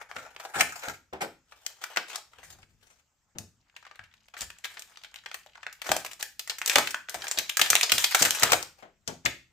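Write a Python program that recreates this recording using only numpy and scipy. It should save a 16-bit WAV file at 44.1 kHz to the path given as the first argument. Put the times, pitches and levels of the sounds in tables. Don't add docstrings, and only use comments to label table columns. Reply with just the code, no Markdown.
import sys
import numpy as np
from scipy import signal
from scipy.fft import rfft, irfft
from scipy.io import wavfile
from scipy.ndimage import uniform_filter1d

SR = 44100
rng = np.random.default_rng(int(sys.argv[2]) if len(sys.argv) > 2 else 0)


def master(y):
    cut = np.clip(np.atleast_2d(y).T, -1, 1)
    pcm = np.round(cut * 32767)
    wavfile.write(sys.argv[1], SR, pcm.astype(np.int16))


N = 419832
BOX_GONE_S = 1.3


def gain_of(db):
    return 10 ** (np.asarray(db) / 20)


def evened(x):
    return x / np.sqrt(np.mean(x ** 2) + 1e-20)


def read(points, hz):
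    f, value = np.transpose(points)
    return np.interp(np.log(hz + 1), np.log(f + 1), value)


def over_time(rows):
    t = np.arange(N) / SR
    s, *columns = np.transpose(rows)
    window = np.clip(np.minimum(t - s[0], s[-1] - t) / 0.0044, 0, 1)
    return window, *[np.interp(t, s, c) for c in columns]


def peak(hz, centre_hz, width):
    return 1 / np.sqrt(1 + ((hz ** 2 - centre_hz ** 2) / (hz * width + 1)) ** 2)


def coloured(pair, gain):
    # pitch_hz, likeness (0 to 1)
    likeness = [(150, .9), (700, .85), (1500, .55), (3000, .3), (7000, .42), (14000, .58)]
    hz = np.fft.rfftfreq(pair.shape[1], 1 / SR)
    a, b = rfft(pair) * gain(hz)
    same = np.clip(read(likeness, hz), 0, 1)
    right = same * a + np.sqrt(1 - same ** 2) * b
    return evened(irfft([a, right], pair.shape[1]))


def patchy(x):
    spread_db = 3
    z = signal.stft(x, nperseg=256)[2]
    field = uniform_filter1d(rng.standard_normal(z.shape[1:]), size=4, axis=0)
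    field = evened(uniform_filter1d(field, size=14, axis=1))
    lift = evened(gain_of(spread_db * field))
    return signal.istft(z * lift, nperseg=256)[1][:, :N]


def add(mix, s, sound):
    part = mix[:, round(s * SR):][:, :sound.shape[1]]
    part += sound[:, :part.shape[1]]


def hollow(hz):
    # pitch_hz, width_hz, level_db
    box_tones = [(520, 260, -8), (820, 260, -1), (1398, 330, -3), (2100, 1500, -11)]
    return sum(gain_of(db) * peak(hz, centre, width) ** 2 for centre, width, db in box_tones)


def burst_level(x):
    return x / np.sqrt(np.sum(x ** 2) / 2 / (SR // 100))


def snaps():
    # start_s, level_db, pitch_hz, fizz_db (fizz against the crack)
    snap_list = [(0.113, -28.5, 1440, -11), (0.164, -23.5, 1300, -11.5), (0.363, -31, 880, -12.5),
                 (0.398, -28.5, 853, 0), (0.451, -25, 770, -9), (0.607, -3.5, 1850, 2.5),
                 (0.835, -28, 1000, 1), (0.884, -23.5, 1340, 2), (1.133, -35, 832, -0.5),
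                 (1.217, -22, 745, 3), (1.522, -36.5, 1310, -9), (1.664, -17, 6660, -0.5),
                 (1.839, -21.5, 1550, 4.5), (1.961, -21, 1740, -1), (1.971, -9.5, 1330, -5),
                 (2.157, -19.5, 6400, 3), (2.334, -42, 1240, -10), (2.629, -42, 1946, -17),
                 (3.384, -24.5, 7000, 5), (3.697, -52.5, 2610, -17), (3.764, -32.5, 2320, -7),
                 (3.826, -42, 1160, -12), (3.85, -38, 1600, -20), (3.866, -36.5, 1210, -28),
                 (3.912, -36, 1240, -25), (3.956, -43, 2220, -2), (3.992, -31, 1410, -35),
                 (4.037, -42.5, 2210, -8), (4.139, -45.5, 2190, -3), (4.284, -45.5, 2100, 0),
                 (4.338, -32, 1310, -12), (4.367, -30, 1800, -11), (4.408, -24, 6900, 5),
                 (4.417, -21, 7260, -13), (4.502, -32, 2200, 0), (4.585, -39.5, 7500, -14),
                 (4.64, -34, 2180, 0), (4.644, -21.5, 3240, -2), (4.653, -24, 1850, 0.5),
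                 (4.77, -29.5, 2030, -19), (4.794, -30, 7400, 4.5), (4.821, -34, 3200, 8),
                 (4.972, -34.5, 3130, -12), (5.036, -34.5, 3080, -3), (5.046, -32, 2800, -9),
                 (5.142, -34, 2200, 1), (5.159, -31.5, 3060, -2.5), (5.237, -46, 1670, -25),
                 (5.26, -25.5, 1740, -12), (5.314, -29.5, 1860, -7), (5.343, -24.5, 1780, 5),
                 (5.462, -40.5, 720, -2), (5.554, -35.5, 1420, -25), (5.577, -37.5, 1160, -29),
                 (5.63, -30.5, 1690, -31), (5.666, -21.5, 1550, -28), (5.727, -44, 1480, 17),
                 (5.817, -24.5, 2170, 3), (5.864, -30, 1500, -9), (5.891, -18, 690, -13),
                 (5.916, -7, 740, 2), (5.965, -18, 716, 7.5), (6.047, -24.5, 730, 5), (6.061, -27, 2350, 6),
                 (6.113, -32, 2390, 6), (6.132, -29.5, 7150, -2), (6.209, -27.5, 4800, -2),
                 (6.226, -21, 2180, 10.5), (6.394, -21.5, 4280, 7), (6.475, -30.5, 1820, 7),
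                 (6.497, -15, 4270, -2), (6.517, -31.5, 1340, -4), (6.584, -31, 1660, 12),
                 (6.616, -18, 1980, -3), (6.66, -16.5, 7700, 8.5), (6.676, -17.5, 7350, 10.5),
                 (6.697, -11, 3740, 4), (6.757, -3, 2880, 2), (6.759, -5, 910, -8), (6.783, -6, 860, 2),
                 (6.872, -16.5, 2800, -1), (6.907, -31, 2940, 16), (6.944, -15, 1280, -7),
                 (7.086, -26, 1560, -16.5), (7.095, -40.5, 8900, 24.5), (7.143, -21, 750, 5),
                 (7.22, -25, 3600, -16), (7.241, -28, 1430, -3), (7.269, -23.5, 2260, -15),
                 (7.281, -20, 7900, 0), (7.312, -13, 8000, -1.5), (7.374, -18, 4000, -4),
                 (7.386, -13, 3680, 7.5), (7.394, -21.5, 2690, -3), (7.494, -16, 3050, 3),
                 (7.57, -15, 1810, 13), (7.594, -11, 1480, 5), (7.614, -3.5, 3260, 3),
                 (7.66, -18.5, 3200, -17), (7.702, -5, 8100, 8.5), (7.731, -9.5, 1890, -14.5),
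                 (7.753, -5.5, 2780, 6), (7.763, -11, 3070, -12), (7.811, -11.5, 2700, 4),
                 (7.83, -6.5, 5150, -4), (7.895, -14.5, 3080, -2.5), (7.919, -3.5, 3680, 4),
                 (7.981, -12, 3000, 8), (8.041, -6, 3700, 4.5), (8.123, -21, 4430, -21.5),
                 (8.147, -5, 1370, 7), (8.207, -17, 6200, -14), (8.222, -1, 7440, 1.5),
                 (8.251, -9.5, 1670, 8.5), (8.307, -15.5, 3760, 12), (8.396, -30, 1770, 18),
                 (8.424, -13, 2090, 0), (8.432, -7, 1410, 12.5), (8.519, -8, 730, 8), (8.531, -4, 626, 0.5),
                 (8.627, -25.5, 7110, 8), (8.825, -38.5, 670, -17), (9.076, -18, 5860, -4),
                 (9.253, -16.5, 6560, -26), (9.258, -8.5, 2040, -3.5)]
    base_t60_s, size_law = 0.032, 0.053
    t60_spread, box_bend = 0.25, 0.07
    spike, spike_s = 1.6, 0.0006
    dull_db = -15
    out, t = np.zeros((2, N)), np.arange(-1024, 3072) / SR
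    after = np.maximum(t, 0)

    for s, db, hz, fizz_db in snap_list:
        noise = rng.standard_normal((3, 2, len(t)))
        t60 = base_t60_s * (2000 / hz) ** size_law * np.exp(t60_spread * rng.standard_normal())
        bumps = evened(uniform_filter1d(rng.standard_normal(len(t)), size=40))
        jerks = gain_of(3.2 * bumps) * (1 + spike * np.exp(-abs(t - spike_s) / spike_s))
        creak = 0.012 * np.exp(np.minimum(t, 0) / (0.2 * t60))
        onset = jerks * (creak + 1 - np.exp(-after / (0.037 * t60)))

        def fall(stretch):
            return onset * gain_of(-60 * after / (t60 * stretch))

        bend = np.exp(box_bend * rng.standard_normal())
        broad = 0.41 * gain_of(min(fizz_db - dull_db, 0))
        crack = coloured(noise[0] * fall(0.96),
                         lambda f: peak(f, hz, 0.52 * hz) ** 1.4 + broad * peak(f, 1700, 3700) ** 2)
        fizz = coloured(noise[1] * fall(1.0), lambda f: f ** 2 / (f ** 2 + 5000 ** 2))
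        if s < BOX_GONE_S:
            body = coloured(noise[2] * fall(2.6), lambda f: hollow(f * bend))
        else:
            body = coloured(noise[2] * fall(2.6), lambda f: peak(f, 640, 350) ** 2)
        sharp = gain_of(-11.5) * (burst_level(crack) + gain_of(fizz_db) * burst_level(fizz))
        ring = gain_of(-33.0) * 1500 / hz * burst_level(body)
        add(out, s + t[0], gain_of(db) * (sharp + ring))
    return out


def stutter(per_s, spread_db, t60):
    size = gain_of(spread_db * np.minimum(rng.exponential(1, N), 4))
    catches = size * (rng.random(N) < per_s / SR)
    return evened(1.3 + signal.lfilter([1], [1, -gain_of(-60 / (t60 * SR))], catches))


def rubbing():
    # start_s, length_s, scrape_db, hiss_db
    strokes = [(0, 0.038, -41.5, -44), (0.089, 0.27, -46.5, -48.5), (0.376, 0.36, -48, -47.5),
               (0.536, 0.1, -26.5, -27.5), (.61, 0.37, -44.5, -41), (0.826, 0.098, -40.5, -42),
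               (1.206, 0.046, -31, -35), (1.45, 0.86, -60, -59.5), (1.814, 0.062, -51.5, -50),
               (1.893, 0.11, -52, -59), (2.075, 0.12, -40.5, -44.5), (2.312, 0.32, -53, -66),
               (2.434, 0.12, -75, -45.5), (2.553, 0.29, -76.5, -69), (2.805, 0.21, -62.5, -62),
               (4.373, 0.081, -42, -39.5), (4.595, 0.47, -59, -57), (5.839, 0.18, -34.5, -35.5),
               (6.193, 0.072, -40, -38), (6.645, 0.27, -32.5, -31), (7.092, 0.28, -40.5, -43),
               (7.568, 0.34, -36.5, -34.5), (7.913, 0.55, -38, -28.5), (8.191, 0.039, -17.5, -13),
               (8.242, 0.18, -38, -42), (8.392, 0.16, -28, -37), (8.452, 0.19, -32.5, -37),
               (8.773, 0.081, -53.5, -76.5)]
    # pitch_hz, level_db
    scrape_colour = [(150, -30), (450, -7.5), (800, -3), (1400, -4), (2100, -7), (3200, -8.5), (5000, -14)]
    rise = 0.25
    light_hz, light_law = 1000, 3
    noise = rng.standard_normal((3, 2, N)) * stutter(per_s=230, spread_db=6.5, t60=0.07)
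    t, push = np.arange(N) / SR, np.zeros((3, N))
    box = coloured(noise[2], hollow)
    bare = coloured(noise[0], lambda f: gain_of(read(scrape_colour, f)))
    scrape = np.where(t < BOX_GONE_S, box, bare)
    hiss = coloured(noise[1], lambda f: f ** 3 / (f ** 3 + 3500 ** 3))
    low = signal.sosfiltfilt(signal.butter(2, light_hz, fs=SR, output="sos"), scrape)
    for start, length, scrape_db, hiss_db in strokes:
        low_db = scrape_db - light_law * max(hiss_db - scrape_db, 0)
        corners = start + length * np.array([0, rise, 1])
        swell = np.interp(t, corners, [0, 1, 0]) ** 0.5
        push += gain_of([scrape_db, hiss_db, low_db])[:, None] * swell
    return patchy(push[0] * (scrape - low) + push[1] * hiss + push[2] * low)


def ticks():
    # time_s, level_db
    fidget_levels = [(3.6, -80.5), (3.9, -63.5), (4.2, -72), (4.5, -68), (5.3, -59.5), (5.7, -66),
                     (6.3, -88), (7.05, -75.5), (7.6, -50), (8.4, -37), (8.7, -60.5)]
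    on, db = over_time(fidget_levels)
    size = gain_of(3.5 * np.minimum(rng.exponential(1, N), 4))
    hits = size * (rng.random(N) < 110 / SR)
    patch, t, out = rng.integers(0, 12, N), np.arange(1024) / SR, np.zeros((2, N))
    shape = np.sin(np.pi / 2 * np.minimum(t / 0.0017, 1)) * gain_of(-60 * t / 0.028)
    for k, hz in enumerate(np.geomspace(900, 7000, num=12)):
        noise = rng.standard_normal((2, len(t)))
        pop = coloured(noise, lambda f: peak(f, hz, 0.88 * hz) ** 2) * shape
        out += signal.oaconvolve((hits * (patch == k))[None], pop, axes=1)[:, :N]
    return on * gain_of(db) * evened(out)


def thuds():
    # start_s, peak_db, weight_db (boost of the lowest tones against the rest)
    blows = [(0.162, -40.5, 6.5), (0.558, -32.5, 2), (0.608, -25.5, -6.5), (0.876, -32, -2),
             (1.127, -27, -15), (1.217, -24.5, -14), (1.971, -36.5, -20.5), (3.35, -42, 11),
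             (3.387, -39, 16), (3.992, -54, 45), (4.408, -44.5, 33), (5.894, -28.5, -1),
             (6.757, -22.5, -9.5), (7.143, -38, -1), (7.37, -34.5, -12), (7.599, -34, -5.5),
             (7.701, -36, 2), (7.92, -32, 2), (8.209, -21.5, -2), (8.424, -22.5, 3), (8.514, -29.5, 10),
             (8.826, -38.5, -19), (9.078, -29, -6), (9.249, -29, 1)]
    # pitch_hz, width_hz, level_db
    table_tones = [(73.5, 5.6, 0.5), (129.6, 190, 1), (228, 56, -11), (347, 1200, -1), (650, 390, -3.5)]
    weight_hz = 190
    out, t = np.zeros((2, N)), np.arange(16384) / SR
    for s, db, weight_db in blows:
        def modes(f):
            tones = sum(gain_of(d) * peak(f, hz, w) ** 2 for hz, w, d in table_tones)
            return tones * gain_of(weight_db / (1 + (f / weight_hz) ** 2.7))

        shake = coloured(rng.standard_normal((2, len(t))), modes)
        shake *= (1 - np.exp(-t / 0.0034)) * gain_of(-60 * t / 0.19)
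        add(out, s, gain_of(db) * shake / abs(shake).max())
    return out


def air():
    # time_s, level_db
    rumble_levels = [(0, -75), (2.2, -84), (2.55, -62.5), (3.1, -87.5), (3.45, -80), (5.5, -77.5),
                     (6.1, -75.5), (9.5, -77.5)]
    rumble = coloured(rng.standard_normal((2, N)), lambda f: peak(f, 60, 140) ** 2)
    return gain_of(over_time(rumble_levels)[1]) * rumble


def room(x):
    # pitch_hz, t60_s (time to fall by 60 dB)
    ring_times = [(200, 0.44), (600, 0.21), (1500, 0.31), (4000, 0.33), (10000, 0.28)]
    out, turn = np.zeros((2, N)), np.arange(N) / SR * 9.0
    for k in range(3):
        noise = coloured(rng.standard_normal((2, SR // 2)), np.ones_like)
        hz, t, z = signal.stft(noise, SR, nperseg=256)
        fading = z * gain_of(-60 * t / read(ring_times, hz)[:, None])
        tail = signal.istft(fading, SR, nperseg=256)[1]
        tail *= np.clip((np.arange(tail.shape[1]) / SR - 0.003) / 0.0013, 0, 1)
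        share = np.sqrt(2 / 3) * np.cos(turn + k * np.pi / 3)
        sent = share * x.mean(0)[None]
        out += signal.fftconvolve(sent, tail / np.linalg.norm(tail[0]), axes=1)[:, :N]
    return out


def hush():
    # (per Hz, relative)
    hush_colour = [(25, -21), (60, -3), (400, -18.5), (1100, -9), (4000, -19), (7700, -11), (9000, -25),
                   (14000, -16.5)]
    noise = coloured(rng.standard_normal((2, N)), lambda f: gain_of(read(hush_colour, f)))
    return gain_of(-74) * patchy(noise)


def scene():
    # time_s, left_minus_right_db, right_late_ms (below zero: right is early)
    places = [(0, 3.5, 0), (1.2, 1.5, -0.22), (1.5, 3, 0.069), (2.4, 4, 0.012), (3.2, 7.5, 0.34),
              (3.6, 3, 0), (8.4, 2, 0.0065), (8.7, 7, .3)]
    side_db, late_ms = over_time(places)[1:]
    thin = signal.butter(2, 260, "high", fs=SR, output="sos")
    sheets = signal.sosfilt(thin, snaps() + rubbing() + ticks())
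    left, right = (sheets + thuds() + air()) * gain_of([side_db / 2, -side_db / 2])
    late = np.round(late_ms * SR / 1000).astype(int)
    near = np.array([left, right[np.clip(np.arange(N) - late, 0, N - 1)]])
    echoes = gain_of(-6.5) * room(near) * gain_of([[0.5], [-0.5]])
    return near + echoes + hush()


def record(dry):
    # pitch_hz, level_db
    mic_colour = [(820, 0.34), (1020, -3.5), (1280, 0), (2500, 1), (4500, -0.5), (7300, 0), (8600, -4.5),
                  (9900, -12), (12500, -9.5), (15000, -10), (16000, -35)]
    edge_hz, ceiling = 16700, 0.82
    hz = np.linspace(0, SR / 2, 1025)
    mic = signal.firwin2(767, hz, gain_of(read(mic_colour, hz)), fs=SR)
    heard = signal.oaconvolve(dry, mic[None], "same")
    heard = np.tanh(heard / ceiling) * ceiling
    limit = signal.firwin(511, edge_hz, window=("kaiser", 12), fs=SR)
    return signal.oaconvolve(heard, limit[None], "same")


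dry = scene()
out = record(dry)
master(out)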